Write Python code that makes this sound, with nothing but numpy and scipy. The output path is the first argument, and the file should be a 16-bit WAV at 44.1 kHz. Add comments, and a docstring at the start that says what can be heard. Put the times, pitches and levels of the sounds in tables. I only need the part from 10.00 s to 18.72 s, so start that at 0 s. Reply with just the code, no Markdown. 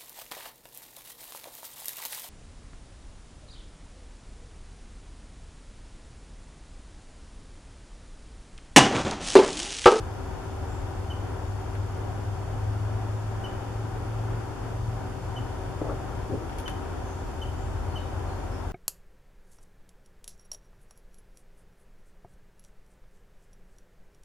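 """Distant traffic rumbles behind a reedy pool, over machine drone, electric hum and microphone hiss.
One engine pulls up through a gear, its exhaust tones swelling and fading, then shifts and runs on.
Small birds squeak and whistle faintly far off. Close by come a few dull bumps on wooden boards and
the double click of a camera shutter. In front, a water bird gives six short, sharp pips, ever closer
together: each is an arched whistle that rings on in the reeds."""
import sys
import numpy as np
from scipy import signal
from scipy.fft import rfft, irfft, next_fast_len
from scipy.io import wavfile
from scipy.ndimage import map_coordinates

SR = 44100
rng = np.random.default_rng(int(sys.argv[2]) if len(sys.argv) > 2 else 0)


def transcribe(u):
    """Save the signal u as a 16-bit wav file named by the first command-line argument.

    u: samples, shape (n,) or (channels, n), limited to [-1, 1]; the rate is SR.
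    q: integer samples, one column per channel.
    """
    v = np.clip(np.atleast_2d(u).T, -1, 1)
    q = np.round(v * 32767).astype(np.int16)
    wavfile.write(sys.argv[1], SR, q)


N = 384552


def amp(db):
    """Decibels to gain."""
    return 10 ** (np.asarray(db) / 20)


def unit(x):
    """Scale to rms 1."""
    return x / np.sqrt(np.mean(x ** 2) + 1e-20)


def along(points, hz):
    """Read (f/Hz, value) points on a log frequency axis."""
    freqs, values = np.transpose(points)
    return np.interp(np.log(hz + 1), np.log(freqs + 1), values)


def automation(points):
    """Join (t/s, value) points into one value per sample."""
    return np.interp(np.arange(N) / SR, *np.transpose(points))


def wobble(rate):
    """A smooth random curve with `rate` knots a second."""
    knots = rng.standard_normal(int(N * rate / SR) + 4)
    return map_coordinates(knots, [np.arange(N) * rate / SR])


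def filtered(x, response):
    """Equalise x with a gain given as a function of frequency."""
    n = x.shape[-1]
    padded = next_fast_len(n + 8192)
    return irfft(rfft(x, padded) * response(np.fft.rfftfreq(padded, 1 / SR)), padded)[..., :n]


def noise(colour, correlation, size=N):
    """Stereo noise of rms 1 with a given colour and left-right correlation."""
    def mid_side_gains(hz):
        width = np.arccos(np.clip(along(correlation, hz), -1, 1)) / 2
        return colour(hz) * np.array([np.cos(width), np.sin(width)])
    mid, side = filtered(rng.standard_normal((2, size)), mid_side_gains)
    return unit(np.array([mid + side, mid - side]))


def pan(left_db):
    """Channel gains that make the left louder than the right by left_db."""
    return amp([[left_db / 2], [-left_db / 2]])


def add(track, start, sound):
    """Mix a sound in at `start` seconds."""
    part = track[..., round(start * SR):][..., :sound.shape[-1]]
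    part += sound[..., :part.shape[-1]]


def scatter(x, t60):
    """Reverb thrown back by countless stems, different in each ear."""
    t = np.arange(SR) / SR
    tail = rng.standard_normal((2, SR)) * amp(-60 * t / t60) * (1 - np.exp(-t / 0.0064))
    return signal.fftconvolve(x[None], tail / np.linalg.norm(tail[0]), axes=1)


# Colour of the noise floor: f/Hz, relative level/dB
HISS_EQ = [(800, -9.5), (2500, 2), (4500, 0.5), (7500, -1.5), (8300, -4), (10000, -6.5), (10600, -4.5),
           (11400, -9), (13200, -13), (14400, -20), (15200, -34)]

def hiss():
    """The microphones' own steady hiss, unrelated left and right."""
    return amp(-54.5) * noise(lambda hz: amp(along(HISS_EQ, hz)), [(5000, 0)])


# Colours of the road's rumble and tyre roar: f/Hz, relative level/dB
RUMBLE_EQ = [(8, -43), (19, -11), (31, -15), (38, -1), (43, -6.5), (54, -2.5), (70, -4.5), (95, 0),
             (115, -6), (150, -16.5), (220, -35), (500, -70)]
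ROAR_EQ = [(80, -11.5), (140, -6.5), (215, -6.5), (260, -2), (315, -2.5), (400, -5.5), (690, -8), (772, -2),
           (830, -8.5), (930, -6), (1120, -13), (1380, -12.5), (2100, -24.5), (3600, -32), (4700, -55)]
# The roar builds a little, then holds: t/s, level/dB
ROAR_FADER = [(0, -40), (4, -38.5), (6.2, -38.5), (8.72, -38.5)]
# Stereo image of the road: f/Hz, left-right correlation
ROAD_IMAGE = [(60, 1), (130, 0.59), (290, 0.19), (630, 0.44), (1390, 0.6), (3060, 0)]

def traffic():
    """A bed of low rumble and tyre roar from a far road, each swelling at random."""
    rumble_db = -38 - 1.5 * wobble(1.54)
    rumble = amp(rumble_db) * noise(lambda hz: amp(along(RUMBLE_EQ, hz)), ROAD_IMAGE)
    roar_db = automation(ROAR_FADER) + 0.66 * wobble(6)
    roar = amp(roar_db) * noise(lambda hz: amp(along(ROAR_EQ, hz)), ROAD_IMAGE)
    return rumble * pan(2.4) + roar * pan(2.54)


def machine_drone(hz=43.4, growth_db_per_s=0.44):
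    """The deep, wavering note of a far machine at a fixed speed, slowly growing."""
    t = np.arange(N) / SR
    db = -41 + growth_db_per_s * (t - t.mean()) + 2.5 * wobble(3.08)
    return amp(db) * np.sin(2 * np.pi * hz * t + 0.92 * wobble(3)) * pan(2.2)


# One hum tone and two high whines: f/Hz, level/dB
HUM_TONES = [(384.6, -46.5), (7273, -85), (13125, -85)]

def electric_hum():
    """A steady electric hum with a faint, thin whine on top."""
    t = np.arange(N) / SR
    tones = sum(amp(db + 0.28 * wobble(4.03)) * np.sin(2 * np.pi * hz * t) for hz, db in HUM_TONES)
    return tones * pan(4)


# The revs climb, drop at the gear shift and run on: t/s, firing rate/Hz
ENGINE_REVS = [(0, 96.3), (1.5, 99.4), (4, 109.6), (5.4, 114.4), (6.2, 116), (6.55, 88), (8.72, 89.5)]
# Swells and fades over the distance, played relative to their mean: t/s, level/dB
ENGINE_SWELL = [(0, -40.4), (1.15, -39.5), (1.95, -32), (2.25, -35.7), (2.7, -31.5), (3.15, -31.5),
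                (3.6, -42), (3.8, -31.5), (4.04, -40), (4.3, -28.5), (4.5, -45), (4.9, -30), (5.2, -46),
                (5.4, -32), (5.56, -44), (6.55, -43), (7.35, -39.5), (8.72, -37.5)]
# Exhaust tones: multiple of the engine cycle, level/dB, share of the swell followed
EXHAUST_ORDERS = [(4, -39.5, .15), (5, -34.5, 0.94), (6, -53.5, .4), (7, -51, 0.3), (9, -58, 0.56)]

def engine(firings_per_cycle=5, flutter_db=1.33):
    """Exhaust tones on multiples of the engine cycle; the firing tone swells and fades most."""
    cycle_phase = 2 * np.pi * np.cumsum(automation(ENGINE_REVS) / firings_per_cycle) / SR
    swell_db = automation(ENGINE_SWELL)
    swell_db -= swell_db.mean()
    exhaust = np.zeros(N)
    for order, db, share in EXHAUST_ORDERS:
        gain = amp(db + share * swell_db + flutter_db * wobble(8.6))
        phase = order * cycle_phase + 0.23 * wobble(4.6) + rng.uniform(0, 2 * np.pi)
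        exhaust += gain * np.sin(phase)
    return exhaust * pan(2.1)


def far_note(start_hz, glide_hz_per_s, length_s, quaver):
    """A quavering, gliding note that swells and fades, heard only as reverb from the reeds."""
    t = np.arange(int(length_s * SR)) / SR
    hz = (start_hz + glide_hz_per_s * t) * (1 + quaver * wobble(199)[:len(t)])
    note = np.sin(np.pi * t / length_s) * np.sin(2 * np.pi * np.cumsum(hz) / SR)
    return scatter(note, t60=0.48)


# One far bird repeats a thin, sinking whistle: t/s, level/dB
WHISTLE_CUES = [(1.36, -65), (3.029, -62), (5.177, -63), (8.2, -62)]
# Other small birds squeak: t/s, level/dB, starting f/Hz, glide/(Hz/s)
SQUEAK_CUES = [(0.65, -52, 7420, -2500), (7.02, -54, 6200, 2500), (7.075, -57, 6700, 5000),
               (7.54, -56, 7000, 2500), (7.87, -57, 4430, -2500), (7.945, -54, 3930, -2500),
               (8.235, -55, 4040, 3000), (8.48, -56, 5250, 2004)]

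def small_birds():
    """Thin whistles and short squeaks from far back in the reeds."""
    out = np.zeros((2, N))
    for start, db in WHISTLE_CUES:
        add(out, start, amp(db) * far_note(7000, -450, length_s=0.25, quaver=0.012))
    for start, db, hz, glide in SQUEAK_CUES:
        add(out, start, amp(db) * far_note(hz, glide, length_s=0.097, quaver=0.033))
    return out


# Resonances of the boards: f/Hz, bandwidth/Hz, relative level/dB
BOARD_MODES = [(103, 10.5, 17.5), (311, 40, 7), (408, 37, 4), (507, 110, 1), (640, 83, -1.5),
               (830, 120, -11), (1340, 230, -13)]

def struck_boards(hz, contact_hz):
    """Response of wooden modes of alternating sign to a contact that favours one broad band."""
    def resonance(centre, width):
        return 1j * hz * width / (centre ** 2 - hz ** 2 + 1j * hz * width)
    modes = sum((-1) ** k * amp(db) * resonance(centre, width)
                for k, (centre, width, db) in enumerate(BOARD_MODES))
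    treble_cut = 1 / (1 + 1j * hz / (1.8 * contact_hz)) ** 2
    return modes * resonance(contact_hz, contact_hz) * treble_cut


# Hits on wood: t/s, crest level/dB before trim, contact f/Hz, hardness (0 scuff, 1 blow)
BUMP_CUES = [(5.811, -26.5, 700, .95), (5.838, -33.5, 700, 0.3), (5.882, -33, 1200, 0),
             (6.285, -33.5, 380, 0.3), (6.315, -29, 363, .1), (6.40, -40, 400, 0.2)]

def wood_bumps(trim_db=1.0):
    """Abrupt hard blows and slower soft scuffs shake the wooden boards."""
    out, t = np.zeros((2, N)), np.arange(SR // 2) / SR
    for start, db, contact_hz, hardness in BUMP_CUES:
        rise_s = np.interp(hardness, [0, 1], [0.013, 0.00244])
        t60 = np.interp(hardness, [0, 1], [0.2, 0.11])
        envelope = (1 - np.exp(-t / rise_s)) * amp(-60 * t / t60)
        envelope /= envelope.max()
        force = envelope * noise(np.ones_like, [(500, 0.79)], size=len(t))
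        force[:, round(rise_s * SR)] += 30 * hardness  # a hard contact starts with a knock
        ring = filtered(force, lambda hz: struck_boards(hz, contact_hz))
        crest_factor = unit(envelope).max()
        add(out, start, amp(db + trim_db) * unit(ring) / crest_factor)
    return out * pan(2.5)


# Clicks of a handled camera and its shutter: t/s, level/dB, t60/s, tilt above 1 kHz/(dB/octave)
CLICK_CUES = [(1.75, -42, .08, -8), (6.494, -41, .039, -7), (6.523, -46, .08, -5), (6.584, -38.5, .04, 0.5),
              (6.597, -44, .058, 4), (6.678, -31, 0.042, -4.5), (6.694, -46, .12, 1)]
# Colour of the mechanism before tilt and low cut: f/Hz, relative level/dB
SHUTTER_EQ = [(600, -21), (1550, 10), (2100, 0), (3300, 3), (5000, -6), (6500, -3), (8000, -12),
              (10200, -1), (12000, -12), (15000, -15)]

def shutter():
    """A small mechanism snaps open and shut; nearby walls add a short tail."""
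    out, t = np.zeros((2, N)), np.arange(SR // 3) / SR
    attack = 1 - np.exp(-t / 0.00066)
    wall_tail = amp(-16 - 60 * t / 0.32)
    for start, db, t60, tilt in CLICK_CUES:
        def colour(hz):
            octaves = np.log2(np.maximum(hz, 1000) / 1000)
            low_cut = hz / (hz + 500)
            return amp(along(SHUTTER_EQ, hz) + tilt * octaves) * low_cut
        envelope = attack * (amp(-60 * t / t60) + wall_tail)
        add(out, start, amp(db) * envelope * noise(colour, [(5000, -0.1)], size=len(t)))
    return out * pan(3.1)


# The water bird's calls: t/s, level/dB before trim, top f/Hz
PIP_CUES = [(1.101, -37.5, 3070), (3.439, -36.5, 3030), (5.361, -38, 3052), (6.657, -36, 3080),
            (7.415, -36, 3076), (7.956, -35.5, 3065)]
# Timbre of an average pip: harmonic number, relative level/dB
PIP_HARMONICS = [(1, -0.5), (2, -21.5), (3, -30), (4, -30)]

def water_bird(crest_s=0.0107, flick_s=0.0262, pitch_drop=0.28, trim_db=0.5):
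    """Each pip is a short arched whistle that flicks down as it fades and rings in the reeds."""
    attack_s, hold_s, release_s, sag_db_per_s = 0.003, 0.022, 0.005, 170
    out, t = np.zeros((2, N)), np.arange(SR // 20) / SR
    arch = 1 - pitch_drop * (1 - np.exp(-((t - crest_s) / flick_s) ** 2))
    release = np.exp(-np.maximum(t - hold_s, 0) / release_s)
    envelope = (1 - np.exp(-t / attack_s)) * amp(-sag_db_per_s * t) * release
    mean_db = np.mean([db for _, db, _ in PIP_CUES])
    for start, db, top_hz in PIP_CUES:
        phase = 2 * np.pi * np.cumsum(top_hz * arch) / SR
        overtone_db = 1.4 * (db - mean_db)  # louder is brighter
        tone = sum(amp(level + overtone_db * (k > 1)) * np.sin(k * phase) for k, level in PIP_HARMONICS)
        pip = amp(db + trim_db) * envelope * tone
        add(out, start, pip)
        add(out, start + 0.008, amp(-6.5) * scatter(pip, t60=0.23))  # near reeds
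        add(out, start + 0.03, amp(-11) * scatter(pip, t60=1.2))  # banks
    return out


def scene():
    """The full mix at the water's edge."""
    bed = traffic() + engine() + machine_drone() + electric_hum()
    return bed + water_bird() + small_birds() + wood_bumps() + shutter() + hiss()


def record(dry, top_hz=15200):
    """The camera cuts two narrow notches in the treble and has a steep band limit."""
    def notch(hz, centre, width):
        return np.abs(hz - centre) / np.hypot(hz - centre, width)
    return filtered(dry, lambda hz: notch(hz, 3974, 150) * notch(hz, 7950, 98) * (hz < top_hz))


dry = scene()
out = record(dry)
transcribe(out)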